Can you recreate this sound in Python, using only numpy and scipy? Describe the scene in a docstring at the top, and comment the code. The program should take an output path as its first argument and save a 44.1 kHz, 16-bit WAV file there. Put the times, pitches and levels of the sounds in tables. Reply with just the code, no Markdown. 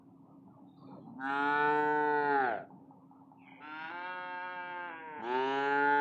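"""Two calves bawl at an open-air livestock market: a near one twice, a farther one in between.
Each call follows the source-filter principle: vocal-fold pulses excite a throat whose resonances
change as the mouth opens, and walls reflect the sound. Behind them the yard rumbles and hums, and
something hollow knocks, at times at an even pace. Faint, thin, wavering high tones come and go."""
import sys
import numpy as np
from scipy import signal
from scipy.fft import rfft, irfft, next_fast_len
from scipy.io import wavfile
from scipy.ndimage import uniform_filter1d, map_coordinates

SR = 44100
rng = np.random.default_rng(int(sys.argv[2]) if len(sys.argv) > 2 else 0)


def wrap_up_sound(samples):
    """Save the sound to the file named by the first command line argument, as 16-bit audio."""
    columns = np.atleast_2d(samples).T
    # keep every value between -1 and 1, then stretch to whole-number steps
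    tamed = np.clip(columns, -1, 1)
    steps = np.round(tamed * 32767).astype(np.int16)
    wavfile.write(sys.argv[1], SR, steps)


N = 264908


def amp(db):
    return 10 ** (np.asarray(db) / 20)

def unit(x):
    return x / np.sqrt(np.mean(x ** 2) + 1e-20)

def along(points, hz):
    """Interpolation of (Hz, value) points on a log frequency axis."""
    f, v = np.transpose(points)
    return np.interp(np.log(hz + 1), np.log(f + 1), v)

def curves(rows):
    """Linear interpolation in time of each column after the first."""
    s, *cols = np.transpose(rows)
    return [np.interp(np.arange(N) / SR, s, c) for c in cols]

def gate(rows, fade):
    """Trapezoidal window: 1 from the first row's time to the last's."""
    start, end = rows[0][0], rows[-1][0]
    return curves([(start - fade, 0), (start, 1), (end, 1), (end + fade, 0)])[0]

def wobble(rate):
    """Smooth random modulation, rate knots a second."""
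    return map_coordinates(rng.standard_normal(int(N * rate / SR) + 4), [np.arange(N) * rate / SR])

def tone(hz):
    """A sinusoid whose phase is the integral of frequency."""
    return np.cos(2 * np.pi * np.cumsum(hz) / SR)

def filtered(x, response):
    """Filtering by multiplication of the spectrum."""
    m = next_fast_len(N + SR // 2)
    return irfft(rfft(x, m) * response(np.fft.rfftfreq(m, 1 / SR)), m)[:N]

def rush(spectrum, patchy_db):
    """Coloured noise of rms 1, modulated in random patches of time and frequency."""
    z = signal.stft(rng.standard_normal(N), nperseg=1024)[2]
    patches = uniform_filter1d(rng.standard_normal(z.shape), size=4, axis=0)
    patches = unit(uniform_filter1d(patches, size=5, axis=1))
    noise = signal.istft(z * amp(patchy_db * patches), nperseg=1024)[1][:N]
    return unit(filtered(noise, lambda hz: amp(along(spectrum, hz))))


# Course of the yard noise. 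Each row: time in seconds, rumble level in dB, bustle level in dB.
YARD_LEVELS = [(0, -59, -67), (.74, -59.5, -66), (.92, -54.5, -52), (1.05, -54, -62), (2.8, -55, -68.5),
               (2.95, -62.5, -69.5)]
# Noise spectra. Each row: frequency in Hz, relative density in dB.
RUMBLE_SPECTRUM = [(53, -42), (110, -15), (188, -5), (236, -17.5), (264, -4), (450, -29), (990, -120)]
BUSTLE_SPECTRUM = [(240, -43.5), (400, -9), (588, -6.5), (915, -5), (1280, -16), (1430, -34), (1900, -43),
                   (2470, -79.5)]
HUM_HZ, HUM_DB = 271, -60

def yard(calls):
    """Broadband rumble and bustle with a tonal hum; a suppressor lowers the rumble during calls."""
    rumble_db, bustle_db = curves(YARD_LEVELS)
    rumble = rush(RUMBLE_SPECTRUM, patchy_db=-.5)
    bustle = rush(BUSTLE_SPECTRUM, patchy_db=6)
    hum = amp(HUM_DB) * (1 + .058 * wobble(9.1)) * tone(HUM_HZ + 2.43 * wobble(6))
    loudness = uniform_filter1d(np.abs(calls), size=SR // 5)
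    duck_db = -5 * loudness / (loudness + amp(-40))
    rumble *= amp(rumble_db + duck_db + 1.5 * wobble(6.2))
    bustle *= amp(bustle_db + 2.5 * wobble(6.5))
    return rumble + bustle + hum


# Runs of knocks. Each row: start in seconds, number of blows, relative level in dB.
KNOCK_RUNS = [(.477, 1, -57), (1.078, 1, -47.5), (2.704, 5, -48.5), (3.214, 2, -52.5), (3.468, 1, -53.5)]
# Modes of the struck body. Each row: frequency in Hz, relative level in dB, 60 dB decay time in seconds.
HOLLOW_MODES = [(824, -1.5, 0.08), (868, 14, 0.029)]
PACE_S = .2038

def knocks():
    """Damped free vibration: dull, distant blows excite the modes of something hollow."""
    out, t = np.zeros(N + SR), np.arange(SR // 4) / SR
    attack = (1 - np.exp(-t / .0013)) ** 2
    for start, blows, db in KNOCK_RUNS:
        for k in range(round(blows)):
            ring = sum(amp(level + rng.normal(0, 1.6) - 60 * t / t60) * np.sin(2 * np.pi * hz * t)
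                       for hz, level, t60 in HOLLOW_MODES)
            out[round((start + k * PACE_S) * SR):][:len(t)] += amp(db - 7) * attack * ring
    return out[:N]


# Decay of the reflections. Each row: frequency in Hz, reverberation time in seconds.
REVERB_TIMES = [(200, 0.99), (700, 0.43), (1500, 0.29), (5000, 0.099)]

def walls(x, tail_db, wait_s):
    """Reverberation: a diffuse tail follows the direct sound and dies faster in the treble."""
    hz, t, z = signal.stft(rng.standard_normal(SR // 2), SR, nperseg=256)
    tail = signal.istft(z * amp(-60 * t / along(REVERB_TIMES, hz)[:, None]), SR, nperseg=256)[1]
    response = amp(tail_db) * np.pad(tail / np.linalg.norm(tail), (round(wait_s * SR), 0))
    return x + signal.fftconvolve(x, response)[:N]


# Faint high tones. Each row: start and end in seconds, first and last frequency in Hz, level in dB.
THIN_TONE_GLIDES = [(.67, .97, 3720, 3620, -79), (.768, .98, 4700, 4200, -78), (.768, 1.1, 4050, 4050, -83),
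                    (.872, .97, 2390, 2370, -79), (1.012, 1.045, 3320, 3290, -80)]

def thin_tones():
    """Random amplitude modulation makes thin tones waver; each starts sharply and trails off."""
    out = np.zeros(N)
    for start, end, from_hz, to_hz, db in THIN_TONE_GLIDES:
        hz, envelope = curves([(start - .003, from_hz, 0), (start, from_hz, 1),
                               (end, to_hz, .5), (end + .04, to_hz, 0)])
        out += envelope * amp(db) * (.7 + wobble(300)) * tone(hz)
    return out


def throat_response(shape, treble):
    """Minimum-phase filter from a folded cepstrum: log gain (real), phase (imaginary), every 10 Hz."""
    points = list(shape) + [(hz, db + shape[-1][1]) for hz, db in treble]
    hz = np.arange(SR // 20 + 1) * 10.
    cepstrum = irfft(np.log(amp(np.maximum(along(points, hz), -110))))
    cepstrum[1:len(hz) - 1] *= 2
    cepstrum[len(hz):] = 0
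    return rfft(cepstrum)


UNSTEADY_HZ_PER_S = 120  # a glide this fast doubles the hoarseness
DULL_DB = .37  # treble loss for each Hz per second that the pitch sinks

def bawl(rows, pitch_hz, throats, treble, jitter, hoarse, scatter_db, soft, follows):
    """Source-filter model: the changing throat weights and delays each harmonic of the fold pulses."""
    level_db, place = curves(rows)[:2]
    on = gate(rows, fade=.012)
    span = np.flatnonzero(on)
    knots = np.arange(0, len(span), 128)  # the filter is evaluated at these samples
    at = span[knots]
    slope = np.gradient(pitch_hz) * SR
    glide = uniform_filter1d(np.abs(slope), size=SR // 30)
    sink = uniform_filter1d(np.maximum(-slope, 0), size=SR // 30)
    pitch_hz = pitch_hz * (1 + jitter * (wobble(12) + wobble(130)))
    phase = 2 * np.pi * np.cumsum(pitch_hz[span]) / SR
    order = np.arange(1, 63)[:, None]
    hz = order * pitch_hz[at]

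    # The larynx rises with the pitch and carries the resonances along.
    shapes = np.array([throat_response(shape, treble) for shape in throats])
    place = np.clip(place[at], 0, len(throats) - 1)
    home_hz = np.interp(place, np.arange(len(throats)), [shape[0][0] for shape in throats])
    where = np.broadcast_arrays(place, hz / 10 * (home_hz / pitch_hz[at]) ** follows)
    # Short waves take many paths round bodies and rails; interference makes single overtones drop out.
    drift = map_coordinates(rng.standard_normal((200, 40)),
                            np.broadcast_arrays(order / 1.2, knots * 5 / SR))
    fading_db = scatter_db * np.clip(hz / 2000 - .6, 0, 3) * np.clip(drift, -2.5, .8)
    # Folds close gently in softer calling and as they slacken: less treble.
    effort_db = soft * np.clip(hz / 3500, 0, 1.4) ** 4 * (level_db[at] - level_db[span].max())
    effort_db -= DULL_DB * sink[at] * np.clip(hz / 500 - 10, 0, 1)
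    gain = np.exp(map_coordinates(shapes.real, where, order=1)) * amp(fading_db + effort_db)
    gain /= np.sqrt(np.sum(gain ** 2, axis=0) / 2)
    shift = map_coordinates(shapes.imag, where, order=1)
    shift += np.pi * (order > 12) * rng.uniform(-1.1, 1, order.shape)

    # Uneven closure scatters the pulse sizes, more so when the tension changes fast.
    rough = hoarse * (1 + np.clip(glide[span] / UNSTEADY_HZ_PER_S, 0, 3))
    voice, shimmer = np.zeros(N), wobble(200)[span]
    per_sample = lambda v: np.interp(np.arange(len(span)), knots, v)
    for k, weight, offset in zip(order[:, 0], gain, shift):
        turbulence = np.interp(span * 170 / SR, np.arange(1200), rng.standard_normal(1200))
        turbulence *= .22 * max(k - 6, 0)  # roughens each upper overtone separately
        harmonic = per_sample(weight) * np.cos(k * phase + per_sample(offset))
        voice[span] -= harmonic * (1 + rough * (shimmer + turbulence))
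    return on * amp(level_db) * voice


NOSE_HZ, NOSE_HZ_PER_S = 126.7, 98  # nasal hum: pitch as the mouth opens, rate of climb
SETTLE_S, FALL_HZ_PER_S, BEND_S = .06, 264, .052

def near_pitch(opens, crest, crest_hz, arch, flat_hz, gives_out):
    """The fundamental starts flat, follows a parabolic arch and drops when the breath gives out."""
    t = np.arange(N) / SR
    open_s = np.clip(t - opens, -1, 2)
    hz = crest_hz - arch * (opens + open_s - crest) ** 2 - flat_hz * np.exp(-open_s / SETTLE_S)
    hz -= FALL_HZ_PER_S * BEND_S * np.logaddexp(0, (t - gives_out) / BEND_S)
    return np.where(open_s < 0, np.maximum(hz, NOSE_HZ + NOSE_HZ_PER_S * open_s), hz)


# Near calls. Each row: time in seconds, level in dB, place among the throat shapes (0 is mouth shut).
FIRST_CALL = [(1, -58, -1.5), (1.18, -49.5, 0.13), (1.215, -42, 1), (1.26, -34.5, 1.5), (1.31, -33, 2.5),
              (1.62, -28.5, 3), (1.85, -30, 4), (2.27, -30.5, 4), (2.39, -28, 5), (2.54, -34.5, 6),
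              (2.6, -44, 7), (2.65, -58.5, 6)]
SECOND_CALL = [(5.19, -49.5, 0.27), (5.235, -40.5, 0.93), (5.35, -30.5, 1.12), (5.47, -32.5, 0.99),
               (5.62, -31.5, 1.395), (5.86, -28, 1.81), (6.01, -28.5, 1.71)]
# Pitch arches. Each holds: mouth opening and crest in seconds, crest pitch in Hz, curvature in Hz per
# second squared, initial flatness in Hz, end of breath in seconds.
FIRST_ARCH = (1.21, 1.89, 149.6, 30, 4.79, 2.421)
SECOND_ARCH = (5.19, 5.99, 144, 35, 25, 6.6)
# Throat shapes, each beginning at its own pitch. Each row of a shape: frequency in Hz, gain in dB.
NASAL_SHAPE = [(100, -19.5), (230, 14.5), (400, -34.5), (850, -6.5), (1500, -37.5), (2200, -56),
               (4300, -85.5)]
FIRST_SHAPES = [
    [(135, -23), (270, 0.5), (550, -32.5), (830, 7), (1100, -15), (1520, 8), (2250, -48), (2750, -34),
     (3050, -45), (3400, -24.5), (4280, -33)],
    [(138, -28), (276, 3), (552, -33.5), (828, 2.5), (1105, -11), (1519, 0.5), (1795, -5), (1933, -35),
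     (2209, -14.5), (2500, -26.5), (2762, -17), (3050, -32), (3314, -20), (4280, -35.5)],
    [(147, -21), (440, -4), (587, -25), (880, 1), (1027, -18), (1467, -0.5), (1613, -30.5), (1760, -8),
     (2053, -39), (2347, -20), (3080, -35.5), (3667, -29.5), (4254, -41.5)],
    [(148, -19), (445, 0.5), (593, -17.5), (890, 3), (1186, -31), (1483, -2), (1631, -15), (1928, -12.5),
     (2076, -41), (2225, -27), (3114, -36.5), (4301, -40.5)],
    [(138, -33.5), (414, -6), (552, -47.5), (690, -16.5), (828, 2.5), (966, -33), (1242, -14.5),
     (1450, -11.5), (1794, -16.5), (2070, -35), (4280, -48.5)],
    [(116, -26), (579, -6), (694, 4.5), (1041, -22.5), (1230, -26.5), (1470, -5.5), (1736, -19),
     (4281, -47.5)],
]
SECOND_SHAPES = [
    [(130, -29.5), (389, 0.5), (519, -20), (778, -10.5), (908, 2.5), (1037, -18), (1400, -16),
     (1700, -13.5), (1945, -27.5), (2853, -21), (3242, -27.5), (3550, -32), (3950, -26), (4280, -38)],
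    [(143, -25), (430, -6.5), (717, -26), (861, 2.5), (1004, -29), (1291, -22), (1435, 1), (2152, -26.5),
     (3157, -36), (4017, -43.5), (4304, -53)],
]
# Upper resonances. Each row: frequency in Hz, gain in dB relative to a shape's last point.
FIRST_HIGHS = [(4550, -8), (4850, -15), (7100, -23), (7800, -19), (8500, -25.5), (9200, -63.5)]
SECOND_HIGHS = [(4700, -6), (5100, -21), (6000, -12.5), (6800, -15.5), (7300, -21), (8600, -54)]

def near_calf():
    """Formant transition: twice a nasal hum opens into a full bawl."""
    first = bawl(FIRST_CALL, near_pitch(*FIRST_ARCH), [NASAL_SHAPE] + FIRST_SHAPES, FIRST_HIGHS,
                 jitter=.00094, hoarse=.05, scatter_db=5.5, soft=.11, follows=.081)
    second = bawl(SECOND_CALL, near_pitch(*SECOND_ARCH), [NASAL_SHAPE] + SECOND_SHAPES, SECOND_HIGHS,
                  jitter=.00067, hoarse=.05, scatter_db=5, soft=.06, follows=.18)
    return first + second


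# Onset of the far call. Each row: time in seconds, resonance in Hz, level in dB.
RASP_COURSE = [(3.38, 2700, -83), (3.42, 2540, -68), (3.48, 2230, -60), (3.62, 2260, -63)]

def rasp():
    """Noise-excited resonance: air pulses through the half-closed throat before the folds lock in."""
    centre_hz, level_db = curves(RASP_COURSE)
    pulses = 1 + .17 * tone(135 * (1 + .025 * wobble(60)))
    effort = amp(2 * (level_db - level_db.max()))
    ring = lambda hz, width_hz: (.45 + wobble(width_hz)) * tone(hz)
    centre = ring(centre_hz, 500)
    neighbours = amp(-10.5) * ring(centre_hz + 850, 400) + amp(-13.5) * ring(centre_hz - 650, 500)
    return gate(RASP_COURSE, fade=.013) * amp(level_db) * unit(pulses * (centre + effort * neighbours))


# Far call, breaking upward near 3.9 s and back near 4.9 s.
# Each row: time in seconds, level in dB, place among the throat shapes, pitch in Hz.
FAR_CALL = [(3.612, -54, 0.17, 144.1), (3.645, -47, 0.088, 150.3), (3.85, -42, 0.25, 160.2),
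            (3.89, -44.5, 0.11, 162.1), (3.915, -44, 0.79, 174), (3.98, -42, 0.87, 175.9),
            (4.09, -40.5, 0.98, 182.3), (4.15, -41, 1.05, 180.9), (4.4, -41.5, 1, 179),
            (4.43, -41, 1.05, 181.6), (4.88, -42, 1.26, 175.3), (4.91, -45.5, 1.5, 164.4),
            (5.05, -47.5, 2.56, 158.8), (5.21, -43, 2.4, 145.7)]
# Its throat shapes and upper resonances. Each row: frequency in Hz, relative gain in dB.
FAR_SHAPES = [
    [(156, -26.5), (312, -6), (468, -37.5), (937, -2.5), (1249, -24), (1405, -0.5), (1873, -17),
     (2810, -13.5), (3278, -27), (3590, -18.5), (3900, -36.5), (4215, -25)],
    [(181, -31), (362, -16), (723, -15.5), (904, -3.5), (1085, -17.5), (1627, -7.5), (1808, -25.5),
     (2350, -18.5), (2531, -41), (2711, -18.5), (3073, -38.5), (3254, -23), (3434, -46.5), (3615, -33),
     (4338, -39)],
    [(161, -17.5), (480, -9.5), (740, -22), (910, 2.5), (1291, -23.5), (1500, -7), (1630, 0), (1775, -15.5),
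     (2744, -16), (3067, -29), (3389, -21), (3551, -49.5), (4196, -68)],
    [(153, -26.5), (460, -7.5), (765, -19), (918, 0.5), (1224, -36.5), (1450, -14.5), (2140, -18.5),
     (4200, -56.5)],
]
FAR_HIGHS = [(4750, -20), (5250, -6), (5900, -23.5), (6500, -21.5), (7000, -55.5)]

def far_calf():
    """Radiation from a small source: the mouth gives out a rasp, then a bawl weak in its lowest tone."""
    voice = bawl(FAR_CALL, curves(FAR_CALL)[2], FAR_SHAPES, FAR_HIGHS,
                 jitter=.0013, hoarse=.06, scatter_db=2.5, soft=.4, follows=.55)
    return filtered(voice + rasp(), lambda hz: np.clip(hz / 330, 0, 1) ** 2)


def scene():
    """Superposition of the sources; the distant ones carry a larger share of reverberation."""
    near, far = near_calf(), far_calf()
    calls = walls(near, tail_db=-20, wait_s=.02) + walls(far, tail_db=-11.5, wait_s=.015)
    blows = walls(knocks(), tail_db=-2.5, wait_s=.0068)
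    return (calls + blows + thin_tones() + yard(calls))[None]


# Colour of the hiss. Each row: frequency in Hz, gain in dB.
HISS_SPECTRUM = [(2500, 7.5), (5000, -3)]
HISS_DB, TOP_HZ = -90.5, 15500

def record(dry):
    """Additive noise and band limiting: faint electronic hiss joins, and the highest treble is cut."""
    hiss = amp(HISS_DB) * filtered(rng.standard_normal(N), lambda hz: amp(along(HISS_SPECTRUM, hz)))
    return filtered(dry[0] + hiss, lambda hz: hz < TOP_HZ)[None]


dry = scene()
out = record(dry)
wrap_up_sound(out)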